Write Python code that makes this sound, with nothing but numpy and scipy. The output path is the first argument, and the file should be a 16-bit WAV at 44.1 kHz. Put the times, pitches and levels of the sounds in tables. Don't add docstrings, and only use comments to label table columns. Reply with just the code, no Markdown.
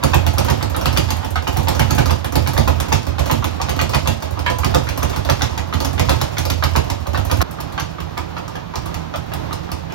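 import sys
import numpy as np
from scipy import signal
from scipy.fft import rfft, irfft
from scipy.io import wavfile

SR = 44100
rng = np.random.default_rng(int(sys.argv[2]) if len(sys.argv) > 2 else 0)


def dump(signal):
    limited = np.clip(np.atleast_2d(signal).T, -1, 1)
    pcm = np.round(limited * 32767).astype(np.int16)
    wavfile.write(sys.argv[1], SR, pcm)


N = 438354

# freq_hz, level_db
RUMBLE_EQ = [(25, 0), (50, -8), (80, -2), (125, -4.5), (200, -11.5), (300, -10.5), (500, -15),
             (1000, -17.5), (2000, -29.5), (4000, -35), (8000, -48.5), (15000, -57)]
# freq_hz, t60_s
ROOM_DECAY = [(80, 0.79), (200, 0.097), (450, 0.27), (1100, 0.18), (3000, 0.27), (7000, 0.23),
              (14000, 0.11)]
# freq_hz, gain_db
LEFT_PORT_EQ = [(60, -24.5), (110, -23.0), (200, -17.0), (380, -6.0), (700, -4.0), (1290, -4.0),
                (2380, -2.0), (4400, -0.5), (8120, 1), (15000, 0.0)]
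# freq_hz, phase_rad
LEFT_PORT_PHASE = [(90, 0), (200, -1.8), (550, -3.9), (1000, -5), (1650, -6.9), (2200, -9.4), (3000, -9.2),
                   (3600, -12.4), (6200, -11.4), (7300, -9.8), (10400, -8.9), (12500, -6.5), (16000, -6)]
# freq_hz, coherence (0 to 1)
PORT_COHERENCE = [(60, 1), (400, 0.96), (800, 0.81), (1400, 0.11), (5000, 0.02), (6500, 0.56), (8500, 1),
                  (15000, 0.96)]

# pitch_hz, level_db, t60_s
BOARD_MODES = [(74.6, -9.5, 0.22), (82.5, -3.5, 0.4), (95.9, 1.5, 0.2), (115.5, -7.5, 0.38),
               (125, -3.5, 0.26), (141.3, -9, 0.25), (165, -2, 0.092), (228, -12.5, 0.26),
               (298, -57, 0.061), (336.5, -11.5, 0.15), (398, -13.5, 0.18)]
# pitch_hz, level_db, t60_s
SLAM_MODES = [(76, -16, 0.056), (134.5, 1, 0.078), (224, -4, 0.077), (335, -12.5, 0.051)]
# pitch_hz, level_db, t60_s
THWACK_MODES = [(291, -0.5, 0.087), (385, -3.5, .08), (514, 0, 0.057), (688, -4, 0.064), (790, -4, 0.052),
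                (877, 1, 0.064), (1018, -10, 0.053), (1247, -2, 0.077)]
# freq_hz, level_db
KNOCK_EQ = [(100, -25), (180, -14.5), (235, 3), (320, 6), (430, -6.5), (600, -1.5), (860, -6.5),
            (1400, -18.5), (3000, -24), (10000, -33)]
# freq_hz, level_db
TICK_EQ = [(1000, 13), (4000, -25.5), (7000, 5.5), (10000, 4.5), (13000, 2.5), (16000, -8)]
# freq_hz, level_db
CLANK_EQ = [(500, -16.5), (1000, 13.5), (1600, -2), (2700, 5), (3800, 0), (5000, 1), (6500, -3.5),
            (9000, -6.5), (16000, -44)]
# pitch_ratio, level_db, t60_s
CHINK_MODES = [(.55, 0.5, 0.0048), (.78, -0.5, 0.0056), (0.999, 3.5, 0.0079)]
# pitch_hz, level_db, t60_s
SINGING_MODES = [(1000, -3, 0.56), (1660, 0, 0.078), (1796, 1, 0.068)]
# pitch_ratio, level_db, t60_s
BLADDER_MODES = [(.72, -11, 0.037), (.87, -11, 0.011), (1.024, 5.5, 0.032), (1.17, -3, 0.019),
                 (1.4, 1, 0.0073), (1.7, -2, 0.0058)]
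# freq_hz, level_db
LEATHER_EQ = [(200, -19.5), (450, -2.5), (700, 0), (1200, 2), (2000, -7.5), (3000, -8), (5000, -20),
              (8000, -29.5), (16000, -43)]

# start_s, pull_db, tick_boost_db
JERK_CUES = [(0.334, -41, 8), (0.447, -25.5, -1), (0.699, -34, 0), (0.812, -26.5, -5), (0.928, -29.5, -3),
             (1.168, -51, 16), (1.306, -41.5, 8), (1.423, -34.5, -11), (1.527, -36, 3), (1.631, -41, 7),
             (1.75, -28, -8), (1.95, -33, 5), (2.058, -24.5, -1), (2.323, -29.5, -1), (2.534, -29, 0),
             (2.884, -34, -1), (3.067, -31.5, -7), (3.258, -28, -7), (3.764, -30, -3), (3.8937, -27, -8),
             (4.223, -28.5, -11), (4.309, -40.5, 6), (4.586, -32.5, 6), (4.976, -27.5, 0.5),
             (5.097, -30, -8), (5.2493, -26.5, -10), (5.803, -24.5, -5), (5.848, -22.5, -3),
             (5.931, -43, 10), (6.453, -24.5, -4), (7.133, -32, -7), (7.25, -44, 14), (7.3709, -38, 5),
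             (7.511, -40, 6), (7.724, -36.5, -6), (8.48, -31, -9), (8.943, -29, -5)]
# start_s, slap_db, bladder_hz, sting_db,
# snap_delay_s, pull_db, clank_db, thwack_db, boom_db, chink_hz, slam_db
BLOW_CUES = [(0.028, -19.5, 930, 0, 0.0091, -18, -23, -15, -6, 4480, -8.5),
             (0.134, -13, 876, 7.5, 0.0099, -21.5, -31, -29, -2.5, 5000.0, -8),
             (0.263, -30, 840.0, 4, 0.0027, -24.5, -25.0, -22, -5.5, 4400, -18),
             (0.376, -21.5, 790.0, -4, 0.0067, -20.5, -23, -20.0, -4.5, 4600.0, -15.5),
             (0.484, -18.5, 880, 7.0, 0.017, -22.0, -24.5, -19, -5, 5170, -9.5),
             (0.61, -24, 1310, 0, 0.017, -30, -31, -22, -8, 3730, -21),
             (0.746, -22.0, 1290.0, -3, 0.018, -25, -35, -24, -11.0, 4700.0, -23),
             (0.857, -19.5, 755.0, 13, 0.00021, -25, -22.5, -22, -4, 3200.0, -24),
             (0.964, -19, 1260, 17, 0.0092, -18.5, -21, -20, -3.5, 3440, -17),
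             (1.087, -26.5, 900.0, 12, 0.018, -23, -26.5, -27, -11.5, 4350, -18),
             (1.23, -28.5, 820.0, 6.0, 0.017, -33, -37, -44, -9, 2900.0, -31),
             (1.357, -16.0, 1194.0, 1.5, 0.00039, -43, -34.5, -42, -10.5, 4700.0, -24),
             (1.47, -20.5, 870.0, 8, 0.0067, -26, -33, -23.5, -8.5, 4860, -26),
             (1.564, -21.5, 840, -2.0, 0.0067, -23.5, -37, -29.0, -5.5, 5070, -11),
             (1.672, -19.5, 870, 2, 0.012, -20, -25, -22.0, -7.5, 4550, -23),
             (1.794, -17, 840, 13, 0.00066, -20.0, -23.5, -18, -1, 2680, -14),
             (1.903, -24.0, 1240, -3.0, 0.0044, -22.5, -24.5, -26, -5.0, 4170, -27),
             (1.981, -13, 810.0, -2.5, 0.0035, -24.5, -28.5, -23, -0.5, 4700.0, -13),
             (2.096, -20, 920, -2, 0.012, -25.5, -29.5, -21, -7.0, 5000.0, -14),
             (2.243, -26.0, 810, 4, 0.0028, -28, -30.5, -30, -12, 3200.0, -33),
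             (2.353, -22, 736.0, 6, 0.0025, -21, -25.5, -18.5, -0.5, 4900.0, -15.5),
             (2.463, -22.5, 1230, 8, 0.011, -22.5, -26.5, -21, -9.0, 5200, -18),
             (2.566, -20, 854, 1.0, 0.012, -24, -23, -21, -0.5, 4830, -7),
             (2.675, -15.5, 870, -7, 0.0028, -25.5, -31, -15.5, -1.5, 3630, -20),
             (2.799, -29, 790, 3, 0.0027, -24, -27, -31, -13.5, 3350, -22),
             (2.92, -15.5, 884.0, 5, 0.0064, -19.5, -22, -22.5, -3.5, 4930, -14),
             (3.183, -20, 820, 1, 0.0092, -27.5, -28.5, -23, -3, 4670, -19),
             (3.298, -17, 1000.0, 1.0, 0.015, -20.5, -25.5, -17, -3, 5300.0, -19),
             (3.425, -24.0, 1120, -5, 0.018, -22.5, -25.5, -24, -9.5, 3470, -40),
             (3.6, -19, 890, -12, 0.016, -33, -27.5, -31, -16.5, 4360, -24),
             (3.685, -21, 740, 3, 0.0088, -26, -28.5, -29.0, -7.5, 2970, -28),
             (3.791, -16, 1220, 8, 0.023, -23.5, -26.5, -20, -8.5, 5560, -18),
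             (3.935, -15, 960, 6, 0.012, -22.5, -21.0, -19.5, -7.5, 4600, -10.5),
             (4.058, -22, 950.0, -6, 0.016, -20, -23, -20, -5.5, 3480, -16.5),
             (4.373, -27.0, 990.0, -5, 0.019, -36, -33.5, -27, -11.5, 4900, -31),
             (4.462, -14.5, 960, -0.5, 0.038, -32.0, -29.5, -19, -8, 5540, -40),
             (4.634, -20, 1190, 1, 0.0121, -25.0, -26.5, -24, -4, 4970, -28),
             (4.741, -19, 840.0, 6, 0.0056, -20.5, -25, -11, -4, 3500, -16),
             (4.87, -28, 1290.0, 4, 0.0188, -33, -27.5, -34, -7.5, 2670, -32),
             (5.023, -23, 1280.0, 5, 0.0071, -24.5, -28, -24, -6.5, 6100, -16),
             (5.132, -24.5, 970, -3.0, 0.0301, -30.5, -30, -36, -7, 5400.0, -28),
             (5.29, -13, 1140, -8, 0.0085, -22.5, -22, -18, -6.0, 3330, -13),
             (5.41, -17, 1100, -6, 0.0099, -26.0, -22.5, -20, -6.5, 3480, -25),
             (5.575, -25.5, 784.0, 12, 0.003, -31.0, -33, -33.0, -13.5, 3100.0, -28),
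             (5.726, -21.0, 1170.0, -1, 0.012, -29, -30.5, -41.0, -4.5, 3300, -39),
             (5.979, -20.5, 890, 1, 0.0168, -24, -22.0, -19, -3.5, 4830, -26),
             (6.087, -16, 890, -5, 0.007, -20.5, -22.0, -15, -0.5, 3360, -17),
             (6.205, -29, 1480, 14.0, 0.0091, -20, -25, -38, -12, 3860, -17),
             (6.369, -21.5, 990, 5, 0.014, -22, -27, -31, -8.5, 6100, -29),
             (6.498, -25.5, 785.0, 10, 0.0035, -23.5, -25, -37, -7.5, 6200, -27),
             (6.625, -16, 1230, -1, 0.013, -21.5, -23.5, -24, -7.5, 3560, -15),
             (6.754, -13.0, 1040, -13, 0.0078, -24.5, -25.5, -38, -5.5, 5150, -11.5),
             (6.899, -24, 860, -4, 0.0022, -27, -29.0, -38, -8.5, 5470, -28),
             (7.06, -29, 1250, -9, 0.009, -35, -37.5, -44, -7.5, 5400, -39),
             (7.146, -19, 1160, 2, 0.029, -32, -33, -22.0, -5, 5600.0, -24),
             (7.298, -23.5, 990.0, 12, 0.016, -22, -27, -18.5, -3.5, 3430, -22),
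             (7.407, -14.5, 1260, -11, 0.0083, -22.5, -25, -23, 2, 3700, -34),
             (7.586, -29.5, 1180, -9, 0.018, -31.0, -35, -41, -21, 5430, -34),
             (7.778, -19.5, 1168.0, -1, 0.021, -32, -28.5, -26.5, -15, 5800, -29),
             (7.984, -30.5, 1200, -1.0, 0.019, -39, -37, -37, -17, 5300, -33.0),
             (8.172, -24.0, 1190, -1, 0.005, -33, -33.5, -26, -13.5, 3300.0, -34),
             (8.367, -23.5, 890.0, -0.5, 0.016, -46, -45.0, -39, -23.0, 5000.0, -39),
             (8.554, -26.5, 850.0, -3, 0.0016, -42, -43.0, -31, -28, 2760, -45),
             (8.738, -26, 1010, -9, 0.019, -38, -31, -25.0, -14.0, 5850, -26),
             (8.856, -31, 870, -7, 0.0032, -36, -45.0, -47, -13, 5000.0, -38),
             (9.139, -22, 1230, -5.5, 0.02, -33, -37.0, -38, -18, 3500.0, -36),
             (9.318, -25.5, 1160, 2, 0.019, -29, -33.5, -38, -16.5, 5030, -40),
             (9.51, -27.0, 1210, -8, 0.019, -34, -31.5, -38.0, -15.5, 5150, -35.0),
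             (9.691, -32, 1160, -10, 0.026, -30.5, -32.5, -26, -14.5, 4800, -32.0),
             (9.899, -30.5, 1330, 1.0, 0.024, -43, -39, -27, -30, 5140, -41.0)]

BREAK_S = 7.429
BOOM_LAG_S = 0.01108
FIRM_PULL_DB, FIRM_SLAP_DB, FIRM_BOOM_DB = -22, -20, -6


def undb(db):
    return 10 ** (np.asarray(db) / 20)


def at(points, hz):
    f, value = np.transpose(points)
    return np.interp(np.log(hz + 1), np.log(f + 1), value)


def seconds(length_s):
    return np.arange(int(length_s * SR)) / SR


def unit(x):
    return x * np.sqrt(.01 * SR / np.sum(x ** 2))


def add(track, start_s, x):
    i = max(int(start_s * SR), 0)
    track[i:i + len(x)] += x[:max(N - i, 0)]


def body_response(eq, size=1024):
    cepstrum = irfft(np.log(undb(at(eq, np.fft.rfftfreq(size, 1 / SR)))))
    cepstrum[1:size // 2] *= 2
    cepstrum[size // 2 + 1:] = 0
    return irfft(np.exp(rfft(cepstrum)))


def burst(body, t60_s, rise_s, snap=0):
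    t = seconds(.08)
    grit = unit(rng.standard_normal(len(t)) * (1 - np.exp(-t / rise_s)) * undb(-60 * t / t60_s))
    click = unit(signal.unit_impulse(len(t), int(rise_s * SR)))
    return unit(signal.fftconvolve(grit + snap * click, body))


def ring(hz, db, t60_s, detune, scatter_db):
    t = seconds(min(1.2 * max(t60_s), 1))
    tuning, balance = rng.standard_normal((2, len(hz)))
    waves = np.sin(2 * np.pi * np.outer(t, hz * (1 + detune * tuning)))
    decays = undb(-60 * t[:, None] / t60_s)
    return (waves * decays) @ undb(db + scatter_db * balance)


def port_noise(n):
    shared, apart = rfft(rng.standard_normal((2, n)))
    coherence = np.clip(at(PORT_COHERENCE, np.fft.rfftfreq(n, 1 / SR)), 0, 1)
    return np.array([coherence * shared + np.sqrt(1 - coherence ** 2) * apart, shared])


def room(x, wet_db, build_s):
    t = seconds(.4)
    f = np.fft.rfftfreq(len(t), 1 / SR)
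    noise, tails = port_noise(len(t)), 0
    for band_hz, t60_s in ROOM_DECAY:
        band = at([(hz, hz == band_hz) for hz, _ in ROOM_DECAY], f)
        tails = tails + irfft(noise * band, len(t)) * undb(-60 * t / t60_s)
    tails = tails * (1 - np.exp(-t / build_s))
    response = undb(wet_db) * tails / np.sqrt(np.sum(tails ** 2, axis=1, keepdims=True))
    response[:, 0] += 1
    return signal.fftconvolve(x[None], response, axes=1)[:, :N]


def rumble(level_db, waver_db):
    noise = irfft(port_noise(N) * undb(at(RUMBLE_EQ, np.fft.rfftfreq(N, 1 / SR))), N)
    waver = np.interp(np.arange(N), np.linspace(0, N, 60), rng.standard_normal(60))
    return noise / noise.std() * undb(level_db + waver_db * waver)


def hum(pitch_hz, width_hz, level_db):
    f = np.fft.rfftfreq(N, 1 / SR)
    drone = irfft(port_noise(N) / (1 + ((f - pitch_hz) / width_hz) ** 2), N)
    return drone / drone.std() * undb(level_db)


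def platform(cues):
    track = np.zeros(N)
    hz, db, t60_s = np.transpose(BOARD_MODES)
    octaves = np.clip(np.log2(hz / 85), -.3, .6)
    for start_s, level_db, tilt_db_per_oct in cues:
        boom = ring(hz, db + tilt_db_per_oct * octaves, t60_s, detune=0.0029 / t60_s, scatter_db=3)
        swell = 1 - np.exp(-np.arange(len(boom)) / SR / 0.0076)
        add(track, start_s, undb(level_db - 1) * unit(boom * swell))
    return room(track, wet_db=-18, build_s=0.0027)


def slams(cues, bounce_s=0.01453):
    track = np.zeros(N)
    for start_s, level_db in cues:
        for lag_s in (0, bounce_s):
            slam = unit(ring(*np.transpose(SLAM_MODES), detune=0.025, scatter_db=1))
            add(track, start_s + BOOM_LAG_S + lag_s, undb(level_db) * slam)
    return room(track, wet_db=-18, build_s=0.0027)


def thwacks(cues):
    track = np.zeros(N)
    for start_s, level_db in cues:
        thwack = unit(ring(*np.transpose(THWACK_MODES), detune=0.023, scatter_db=2))
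        add(track, start_s, undb(level_db - 1.5) * thwack)
    return room(track, wet_db=3.5, build_s=0.0023)


def chinks(cues):
    track = np.zeros(N)
    ratio, db, t60_s = np.transpose(CHINK_MODES)
    for start_s, level_db, pitch_hz in cues:
        chink = unit(ring(ratio * pitch_hz, db, t60_s, detune=0.012, scatter_db=6))
        add(track, start_s, undb(level_db - 3.5) * chink)
    return room(track, wet_db=-3, build_s=.003)


def swivel(pulls, clanks_db, touches=18, fade_db_per_s=50):
    steel, wood = np.zeros((4, N)), np.zeros(N)
    tick, clank, knock = map(body_response, (TICK_EQ, CLANK_EQ, KNOCK_EQ))
    chances = rng.random((len(pulls), 2 + touches))
    for (start_s, pull_db, boom_db, tick_boost_db, _), clank_db, chance in zip(pulls, clanks_db, chances):
        spot = steel[rng.integers(len(steel))]
        tick_db = pull_db + tick_boost_db
        bounce_s, bounce_db = 0.0025 + 0.0044 * chance[0], -13 + 6 * chance[1]
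        for lag_s, drop_db in ((0, 0), (bounce_s, bounce_db)):
            point = undb(tick_db - 2.8) * burst(tick, t60_s=.008, rise_s=.0006, snap=1.15)
            links = undb(clank_db + 1) * burst(clank, t60_s=0.0078, rise_s=0.00033, snap=0.43)
            add(spot, start_s + lag_s, undb(drop_db) * (point + links))
        for lag_s in .008 + .13 * chance[2:]:
            touch = undb(tick_db - 27.3) * burst(tick, t60_s=0.012, rise_s=0.00035, snap=0.96)
            touch[:len(clank)] += undb(clank_db - 16.5) * unit(clank)
            add(spot, start_s + lag_s, undb(-fade_db_per_s * lag_s) * touch)
        knock_db = -18 + 0.27 * (pull_db - FIRM_PULL_DB) + 0.65 * (boom_db - FIRM_BOOM_DB)
        add(wood, start_s + 0.000953, undb(knock_db) * burst(knock, t60_s=0.048, rise_s=0.0023))
    bright = sum(room(spot, wet_db=1.5, build_s=0.00043) for spot in steel)
    return bright + room(wood, wet_db=1, build_s=0.016)


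def backswings(hits, longest_swing_s=.225, tick_boost_db=-20, tilt_db_per_oct=-8.5):
    tugs = []
    for before, after, (timing, force) in zip(hits, hits[1:], rng.standard_normal((len(hits), 2))):
        if any(before[0] < jerk_s < after[0] for jerk_s, _, _ in JERK_CUES):
            continue
        gap_s = after[0] - before[0]
        swings = int(np.ceil(gap_s / longest_swing_s))
        pull_db, boom_db = (before + after)[1:3] / 2
        times = before[0] + gap_s * (np.arange(swings) + .57 + 0.027 * timing) / swings
        tugs += [(s, pull_db - 22 + force, boom_db - 6, tick_boost_db, tilt_db_per_oct) for s in times]
    return tugs


def jerks(hits, start_s, end_s, tilt_db_per_oct=-19.5):
    return [(s, pull_db, np.interp(s, hits[:, 0], hits[:, 2]) - 2.5, tick_boost_db, tilt_db_per_oct)
            for s, pull_db, tick_boost_db in JERK_CUES if start_s <= s < end_s]


def rebounds(blows, tilt_db_per_oct):
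    start_s, slap_db, _, _, snap_delay_s, pull_db, _, _, boom_db, _, _ = blows.T
    tilt = tilt_db_per_oct + (pull_db - FIRM_PULL_DB) + 0.39 * (slap_db - FIRM_SLAP_DB)
    return np.transpose([start_s + snap_delay_s, pull_db, boom_db, np.zeros(len(blows)), tilt])


def singing_bag(start_s, level_db):
    track = np.zeros(N)
    tone = unit(ring(*np.transpose(SINGING_MODES), detune=0.0017, scatter_db=-2))
    add(track, start_s, undb(level_db) * tone)
    return room(track, wet_db=4, build_s=.003)


def leather(cues):
    stereo = np.zeros((2, N))
    ratio, db, t60_s = np.transpose(BLADDER_MODES)
    for start_s, level_db, pitch_hz, sting_db in cues:
        skin_eq = [(hz, eq_db + sting_db * np.clip(np.log2(hz / 1000), 0, 1)) for hz, eq_db in LEATHER_EQ]
        air = unit(ring(ratio * pitch_hz, db, t60_s, detune=0.028, scatter_db=2))
        slap = undb(level_db - 5) * burst(body_response(skin_eq), t60_s=0.02, rise_s=0.00055)
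        slap[:len(air)] += undb(level_db - 5.5) * air[:len(slap)]
        for port, heard in zip(stereo, room(slap, wet_db=4.5, build_s=0.0021)):
            add(port, start_s, heard)
    return stereo


def bag_round(start_s, end_s, tilt_db_per_oct=0):
    blows = np.array([row for row in BLOW_CUES if start_s <= row[0] < end_s])
    clank_db, thwack_db, _, chink_hz, slam_db = blows[:, 6:].T
    hits = rebounds(blows, tilt_db_per_oct)
    swings = jerks(hits, start_s, end_s) + backswings(hits)
    pulls, hit_s = [*hits, *swings], hits[:, 0]
    swing_clanks_db = [-25.5 + 1.25 * (pull_db - FIRM_PULL_DB) for _, pull_db, *_ in swings]
    swing_thwacks = [(s, pull_db - 0.5) for s, pull_db, *_ in swings]
    booms = [(s + BOOM_LAG_S, boom_db, tilt) for s, _, boom_db, _, tilt in pulls]
    steel = swivel(pulls, [*clank_db, *swing_clanks_db]) + chinks(zip(hit_s, clank_db, chink_hz))
    wood = thwacks([*zip(hit_s, thwack_db), *swing_thwacks])
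    wood += platform(booms) + slams(zip(hit_s, slam_db))
    return leather(blows[:, :4]) + steel + wood


def ports(stereo):
    f = np.fft.rfftfreq(N, 1 / SR)
    left, right = stereo
    phase_rad = np.interp(f, *np.transpose(LEFT_PORT_PHASE))
    colour = undb(at(LEFT_PORT_EQ, f)) * np.exp(1j * phase_rad)
    return np.array([irfft(rfft(left) * colour, N), right])


def scene():
    hard = bag_round(0, BREAK_S) + singing_bag(start_s=4.463, level_db=-19.5)
    hard += rumble(level_db=-24, waver_db=2.5)
    light = bag_round(BREAK_S, N / SR, tilt_db_per_oct=-12)
    light += rumble(level_db=-26, waver_db=1.5) + hum(pitch_hz=163.6, width_hz=9.8, level_db=-33)
    fader = np.clip((BREAK_S - np.arange(N) / SR) / .002, 0, 1)
    return ports(fader * hard + (1 - fader) * light)


def record(dry, low_cut_hz=47, high_cut_hz=16250):
    thinned = signal.sosfilt(signal.butter(4, low_cut_hz, "high", fs=SR, output="sos"), dry)
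    rounded = np.tanh(.9 * thinned) / .9
    return signal.sosfilt(signal.ellip(8, .2, 80, high_cut_hz, fs=SR, output="sos"), rounded)


dry = scene()
out = record(dry)
dump(out)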